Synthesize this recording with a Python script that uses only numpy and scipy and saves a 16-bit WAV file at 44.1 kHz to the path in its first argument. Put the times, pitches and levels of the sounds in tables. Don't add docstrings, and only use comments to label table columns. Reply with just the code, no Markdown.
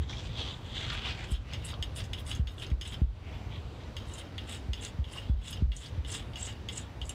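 import sys
import numpy as np
from scipy import signal
from scipy.io import wavfile
from scipy.ndimage import uniform_filter1d

SR = 44100
rng = np.random.default_rng(int(sys.argv[2]) if len(sys.argv) > 2 else 0)


def generate_wav(sig):
    pcm = np.round(np.clip(np.atleast_2d(sig).T, -1, 1) * 32767).astype(np.int16)
    wavfile.write(sys.argv[1], SR, pcm)


N = 314859
STEP = 20

# start_s, level_db, treble_db (added to the modes above TREBLE_FROM_HZ)
BLADE_TAPS = [(1.5344, -33, -9.5), (1.8252, -25, -12.5), (1.9604, -42, -7), (2.04, -47.5, 0),
              (2.133, -28.5, -15.5), (2.176, -46, -12), (2.2643, -44.5, -6), (2.314, -28.5, -18),
              (2.3501, -46, -1), (2.4721, -29, -30), (2.581, -40.5, -33), (2.5975, -41.5, -6),
              (2.621, -37, -31), (2.701, -44, -14), (2.812, -25, -12), (2.852, -39, -14),
              (2.9213, -39, -13), (3.9663, -32, -14), (4.3806, -30.5, -25), (4.7329, -25, -16.5),
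              (5.0415, -36.5, -31), (5.528, -31.5, -8), (5.7187, -28, -28), (6.0478, -34.5, -30),
              (6.334, -39, -26), (6.357, -34.5, -17), (6.6868, -26.5, -19), (7.015, -32.5, -20),
              (7.0937, -40, -23)]
# pitch_hz, level_db (relative), t60_s (before contact damping)
BLADE_MODES = [(1784, -14, 0.042), (2090, -9, 0.068), (2290, -17, 0.22), (2892, 4, 0.073),
               (3134, 0.5, 0.13), (3400, 4, 0.062), (3670, -2.5, 0.081), (3820, -5.5, 0.041),
               (4634, -4, 0.022), (5074, 8.5, 0.081), (5187, 4.5, 0.11), (6500, 10, 0.05), (8180, 3, 0.018),
               (9700, -4.5, 0.033), (10500, -3, 0.071), (12100, -3, 0.025), (14500, -23, .03)]
# middle_s, half_length_s, hiss_db, hiss_centre_hz, ring_db, ring_later_s
PAINT_SWIPES = [(1.325, 0.039, -67, 8800, -43, 0.029), (1.676, 0.035, -57, 8620, -40, 0.031),
                (1.982, 0.033, -57.5, 8760, -42.5, 0.024), (2.048, 0.017, -64, 6600, -55, 0.0041),
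                (2.195, 0.028, -72.5, 9200, -49, 0.001), (2.295, 0.034, -56, 8500, -40.5, 0.022),
                (2.365, 0.015, -61, 7400, -51, -0.0076), (2.527, 0.031, -74, 7810, -50, -0.038),
                (2.611, 0.04, -65, 8300, -48, 0.027), (2.876, 0.039, -64, 7900, -48, 0.0055),
                (2.929, 0.017, -64, 8300, -45.5, 0.017), (4.151, 0.072, -63, 7950, -46, 0.042),
                (4.525, 0.047, -58, 7900, -43.5, 0.025), (4.85, 0.037, -56.5, 7800, -44, 0.02),
                (5.144, 0.059, -61.5, 8250, -43.5, 0.034), (5.483, 0.056, -55, 7850, -41.5, 0.027),
                (5.809, 0.06, -55.5, 8150, -45, 0.044), (6.131, 0.061, -51, 7870, -39.5, 0.024),
                (6.447, 0.072, -52.5, 7550, -44, 0.034), (6.767, 0.064, -56, 7800, -49.5, 0.021),
                (7.094, 0.066, -62, 7600, -48, 0.00011)]
TREBLE_FROM_HZ = 4800


def from_db(db):
    return 10 ** (np.asarray(db) / 20)


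def rms_one(x):
    return x / np.sqrt(np.mean(x ** 2) + 1e-20)


def band_pass(x, order, low_hz, high_hz):
    return signal.sosfilt(signal.butter(order, [low_hz, high_hz], "band", fs=SR, output="sos"), x)


def in_time(rows):
    s, *columns = np.transpose(rows)
    return [np.interp(np.arange(N) / SR, s, c) for c in columns]


def sum_of(level_db):
    total = from_db(level_db).sum(axis=0)
    return np.interp(np.arange(N) / STEP, np.arange(level_db.shape[1]), total)


def drift(rate_hz):
    step = 40
    r = np.exp(-2 * np.pi * rate_hz * step / SR)
    noise = rng.standard_normal(N // step + 2002)
    slow = signal.lfilter([1], [1, -2 * r, r * r], noise)[2000:]
    return np.interp(np.arange(N) / step, np.arange(len(slow)), rms_one(slow))


def ring(clicks, hz, t60_s):
    r, w = from_db(-60 / (t60_s * SR)), 2 * np.pi * hz / SR
    return signal.lfilter([0, np.sin(w)], [1, -2 * r * np.cos(w), r * r], clicks + 1e-18)


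def grains(per_s, spread_db, clump_db):
    sizes = from_db(spread_db * np.minimum(rng.exponential(1, N), 5)) * rng.choice([-1, 1], N)
    present = rng.random(N) < per_s / SR
    return rms_one(sizes * present * from_db(clump_db * drift(47)))


def colour(sources, spectrum, patchy_db=0.0):
    out, (at_hz, db) = 0, np.transpose(spectrum)
    edges = 24 * 2 ** np.arange(0, 9.5, 1 / 3)
    for k, (low, high) in enumerate(zip(edges, edges[1:])):
        if high > at_hz[0]:
            band = band_pass(sources[k % 2], 2, low, high)
            level_db = np.interp(np.log(low * high) / 2, np.log(at_hz), db)
            out = out + band * from_db(level_db + patchy_db * drift(2.24))
    return rms_one(out)


def room_tone():
    # pitch_hz, density_db (per Hz)
    tone_spectrum = [(15, -56), (25, -49), (48, 0.5), (99, 5), (122, -9.5), (297, -12.5), (349, -16),
                     (389, -15.5), (741, -20.5), (826, -21), (1800, -28.5), (3170, -30.5), (5140, -38.5),
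                     (6730, -44), (11000, -54.5), (15500, -55.5)]
    level_db = -42
    return from_db(level_db) * colour(rng.standard_normal((2, N)), tone_spectrum, patchy_db=1.37)


def table_rumble():
    # time_s, level_db
    rumble_curve = [(0.0, -40.5), (0.71, -44), (1.29, -42.5), (3.16, -43.5), (3.38, -47), (4.04, -49),
                    (4.39, -63), (4.67, -63), (5.01, -53), (5.49, -41.5), (6.4, -50.5), (7.14, -52)]
    noise = band_pass(rng.standard_normal(N + SR), 3, 40, 125)[SR:]
    return from_db(in_time(rumble_curve)[0] + 2.5 * drift(14)) * rms_one(noise)


def thuds():
    # start_s, level_db, final_pitch_hz, rebound_db (relative), sink_turns (scale of log phase), held_s
    blows = [(-.012, -25, 57, -15, 0.41, 0.038), (1.316, -21, 44.2, -5.5, 0.24, .033),
             (1.79, -28.5, 47.4, -12, 0.36, 0.029), (2.3937, -19, 48.2, -4.5, 0.36, 0.036),
             (2.7146, -19, 46.5, -10, 0.25, .033), (3.0165, -13.5, 45, -6, 0.25, 0.031),
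             (4.684, -26.5, 51.5, -12, 0.32, 0.042), (4.986, -22.5, 52, -17, 0.37, 0.041),
             (5.295, -17, 44.6, -4, 0.346, .044), (5.621, -14.5, 43.5, 0, 0.35, 0.035),
             (5.974, -25.5, 50.3, -9, 0.46, 0.034), (7.011, -34, 47.4, -5, 0.39, 0.035)]
    sink_s, rise_s_per_turn, swell_db_s = 0.001, 0.011, 54
    first_t60_s, rebound_t60_s = 0.031, 0.16
    rebound_after_s, rebound_rise_s = 0.0463, 0.012
    out, size = np.zeros(N + 2 * SR), SR // 4
    age = np.arange(size) / SR
    for first_s, first_db, hz, rebound_db, sink_turns, held_s in blows:
        turns = hz * age + sink_turns * np.log(1 + age / sink_s)
        first_rise_s = rise_s_per_turn * sink_turns * from_db(-.6 * (first_db + 18.5))
        first = (first_s, first_db, first_rise_s, first_t60_s)
        rebound = (first_s + rebound_after_s, first_db + rebound_db - 2.0, rebound_rise_s, rebound_t60_s)
        for s, db, rise_s, t60_s in (first, rebound):
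            swell_db = swell_db_s * np.minimum(age, held_s)
            decay_db = 60 * np.maximum(age - held_s, 0) / t60_s
            shape = np.minimum(age / rise_s, 1) * from_db(swell_db - decay_db)
            out[SR + round(s * SR):][:size] -= from_db(db) * shape * np.sin(2 * np.pi * turns)
    return band_pass(out, 2, 28, 410)[SR:SR + N]


def room(x):
    t60_s = 0.072
    out = np.zeros(N)
    for k, lag in enumerate((rng.uniform(.006, .03, 8) * SR).astype(int)):
        loop, gain = x.copy(), from_db(-60 * lag / SR / t60_s)
        for i in range(lag, N, lag):
            loop[i:i + lag] += gain * loop[i - lag:i][:N - i]
        out += (loop - x) * (-1) ** k
    return out


def towel():
    # start_s, length_s, level_db, sag_db (change over the length), tilt_db (lows up, highs down)
    rustles = [(0.037, 0.023, -45.5, -18, 1), (0.1, 0.03, -43.5, -5, 6), (0.174, 0.22, -46.5, -8.5, 3),
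               (0.389, 0.16, -40.5, -6.5, 4), (0.643, 0.11, -53.5, -1, 1), (0.759, 0.21, -41.5, 3, 1),
               (1.05, 0.051, -36.5, -1.5, 2.5), (1.184, 0.062, -45, -2.5, 0.5),
               (1.461, 0.076, -59, 14.5, 3), (3.25, 0.11, -60, 4, -1.5), (3.516, 0.054, -58, 4, -3),
               (3.807, 0.081, -53.5, -5, 4)]
    # pitch_hz, density_db (per Hz)
    crackle_spectrum = [(290, -8), (500, -13), (686, -12.5), (803, -7), (1310, -11), (1750, -5.5),
                        (2160, -0.5), (2900, -2.5), (3530, 0.5), (4310, -10.5), (7670, -24.5),
                        (15500, -104)]
    attack_db_s, release_db_s = 506, 261
    start, length, level_db, sag_db, tilt_db = np.transpose(rustles)[:, :, None]
    age = np.arange(0, N, STEP) / SR - start
    level_db = (level_db + sag_db * np.clip(age / length, 0, 1)
                + attack_db_s * np.minimum(age, 0)
                - release_db_s * np.maximum(age - length, 0))
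    sources = [grains(6000, spread_db=3.5, clump_db=2.5) for _ in range(2)]
    crackle = colour(sources, crackle_spectrum, patchy_db=3.5)
    crackle = crackle + from_db(-11) * rms_one(ring(crackle, 3520, .004))
    lows = signal.sosfilt(signal.butter(4, 2700, fs=SR, output="sos"), crackle)
    highs = signal.sosfilt(signal.butter(4, 4500, "high", fs=SR, output="sos"), crackle)
    middle = crackle - lows - highs
    return sum_of(level_db + tilt_db) * lows + sum_of(level_db - tilt_db) * highs + sum_of(level_db) * middle


def snaps():
    # start_s, level_db, centre_hz
    dry_snaps = [(0.131, -46, 5500), (0.131, -35, 2660), (.38, -37, 3630), (0.51, -40, 3500),
                 (0.7662, -33, 3620), (0.902, -33, 1890), (0.901, -28.5, 4220), (0.934, -51, 10600),
                 (1.050, -32, 2960), (1.124, -33, 4000), (1.662, -46, 10500), (1.733, -34.5, 1260),
                 (1.739, -36, 3770), (2.492, -66, 12000), (2.666, -41.5, 5370), (2.715, -44, 2480),
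                 (2.876, -34, 8140), (3.523, -42, 2760), (3.558, -43, 3300), (3.836, -48, 4500),
                 (4.137, -38.5, 8030), (4.494, -39, 8740), (4.523, -38, 9400), (4.849, -30.5, 8000),
                 (4.848, -34, 3700), (5.16, -41, 1380), (5.5079, -37, 10660), (5.765, -27.5, 7470),
                 (5.86, -36, 5330), (6.084, -40, 8500), (6.126, -36, 7200), (7.093, -28.5, 8250)]
    ring_db, ring_t60_s, decay_s = -7.5, .035, 0.0032
    out, size = np.zeros(N), 1800
    chance = rng.standard_normal((len(dry_snaps), size + 2))
    for (s, db, hz), row in zip(dry_snaps, chance):
        burst = row[2:] * np.exp(-np.arange(size) / SR / decay_s)
        burst = band_pass(burst, 3, hz / 1.3, min(hz * 1.19, 20000))
        rings = sum(ring(burst, hz * (.93 + 0.039 * off), ring_t60_s) for off in row[:2])
        burst = burst / np.abs(burst).max() + from_db(ring_db) * rings / np.abs(rings).max()
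        out[round(s * SR):][:size] += from_db(db) * burst[:N - round(s * SR)]
    return out


def squeak():
    # start_s, length_s, level_db, from_hz, to_hz
    edge_squeak = (5.24, .14, -62, 3480, 3310)
    start, length, db, from_hz, to_hz = edge_squeak
    share = np.clip((np.arange(N) / SR - start) / length, 0, 1)
    pitch_hz = from_hz + (to_hz - from_hz) * share + 25 * drift(65)
    turns = np.cumsum(pitch_hz) / SR
    swell = np.sin(np.pi * share) ** .5
    return from_db(db + 2.9 * drift(30)) * swell * np.sin(2 * np.pi * turns)


def swipes():
    grit, out = [grains(5000, spread_db=1.0, clump_db=5.5) for _ in range(2)], 0
    middle, half, level_db, centre_hz = np.transpose(PAINT_SWIPES)[:4, :, None]
    fall_db = -29 - 2 * (level_db + 59.5) - 300 * half
    past = (np.arange(0, N, STEP) / SR - middle) / half
    swell_db = level_db - 11.5 * np.abs(past) ** np.where(past < 0, 3.5, 2.3)
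    edges = np.geomspace(4200, 16000, 24)
    for k, (low, high) in enumerate(zip(edges, edges[1:])):
        octaves = np.log2(np.sqrt(low * high) / centre_hz)
        below_db = np.maximum(-90 * octaves ** 2, -14)
        above_db = fall_db * np.abs(octaves) ** 1.31
        gain = sum_of(swell_db + np.where(octaves < 0, below_db, above_db))
        band = band_pass(grit[k % 2], 2, low, high)
        out = out + gain * from_db(3.3 * drift(25)) * rms_one(band)
    return out


def pressure():
    slide_db, slide_fade_db_s = -19, 216
    press_rise_db, press_fall_db = 6.5, 14.5
    t = np.arange(0, N, STEP) / SR
    tap_s, tap_db, _ = np.transpose(BLADE_TAPS)[:, :, None]
    slides_db = np.where(t >= tap_s, tap_db + slide_db - slide_fade_db_s * (t - tap_s), -200)
    middle, half, _, _, ring_db, later = np.transpose(PAINT_SWIPES)[:, :, None]
    past = (t - middle - later) / half
    landed = tap_s[np.maximum(np.searchsorted(tap_s[:, 0], middle[:, 0]) - 1, 0)]
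    press_db = ring_db + np.minimum(press_rise_db * past, -press_fall_db * past)
    presses_db = np.where((t >= landed) | (landed > middle), press_db, -200)
    return sum_of(slides_db) + sum_of(presses_db)


def drag():
    slips = grains(5000, spread_db=3.0, clump_db=1.6)
    damping, treble_db = .27, -22
    blade = 0
    for hz, db, t60_s in BLADE_MODES:
        mode_db = db + treble_db * (hz > TREBLE_FROM_HZ) + 3.8 * drift(37) + 3.1 * drift(5.2)
        blade = blade + from_db(mode_db) * ring(slips, hz, damping * t60_s)
    return pressure() * rms_one(blade)


def taps():
    damping, crack_db, crack_s = .6, -9.5, 0.0015
    start_s, tap_db, treble_db = np.transpose(BLADE_TAPS)
    at, out, size = np.round(start_s * SR).astype(int), np.zeros(N), 800
    spans, age = at[:, None] + np.arange(size), np.arange(size) / SR
    modes = [(hz * split, db, t60_s) for hz, db, t60_s in BLADE_MODES for split in (.991, 1, 1.011)]
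    chance_db = 3.0 * rng.standard_normal((len(at), len(modes)))
    patter = from_db(-24.0) * rng.standard_normal((len(at), size)) * np.exp(-age / 0.01)
    patter[:, 0] = 1
    for k, (hz, db, t60_s) in enumerate(modes):
        clicks = np.zeros(N + size)
        level_db = tap_db + db - 20.5 + treble_db * (hz > TREBLE_FROM_HZ) + chance_db[:, k]
        np.add.at(clicks, spans, from_db(level_db)[:, None] * patter)
        out += (-1) ** (k // 3) * ring(clicks[:N], hz, damping * t60_s)
    crack = rng.standard_normal((len(at), size)) * np.exp(-age / crack_s)
    crack = band_pass(crack, 2, 1500, 6000)
    np.add.at(out, np.minimum(spans, N - 1), from_db(tap_db + crack_db)[:, None] * crack)
    return out


def scene():
    near = towel() + snaps() + drag() + swipes() + taps() + squeak()
    reverberation = from_db(-7.5) * room(near)
    return (near + reverberation + thuds() + table_rumble() + room_tone())[None]


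def record(dry):
    duck_above_db, duck_slope = -31, 0.56
    recover_db_s, attack_s, cutoff_hz = 41.5, 0.021, 15900
    power = uniform_filter1d(dry ** 2, size=880, axis=1)
    level_db = 10 * np.log10(power + 1e-12) + 3
    ramp = recover_db_s * np.arange(N) / SR
    cut_db = duck_slope * np.maximum(level_db - duck_above_db, 0)
    held_db = np.maximum.accumulate(cut_db + ramp, axis=1) - ramp
    r = np.exp(-1 / (attack_s * SR))
    smooth_db = signal.lfilter([1 - r], [1, -r], held_db)
    out = dry * from_db(-smooth_db)
    return signal.sosfilt(signal.cheby2(24, 50, cutoff_hz, fs=SR, output="sos"), out)


dry = scene()
out = record(dry)
generate_wav(out)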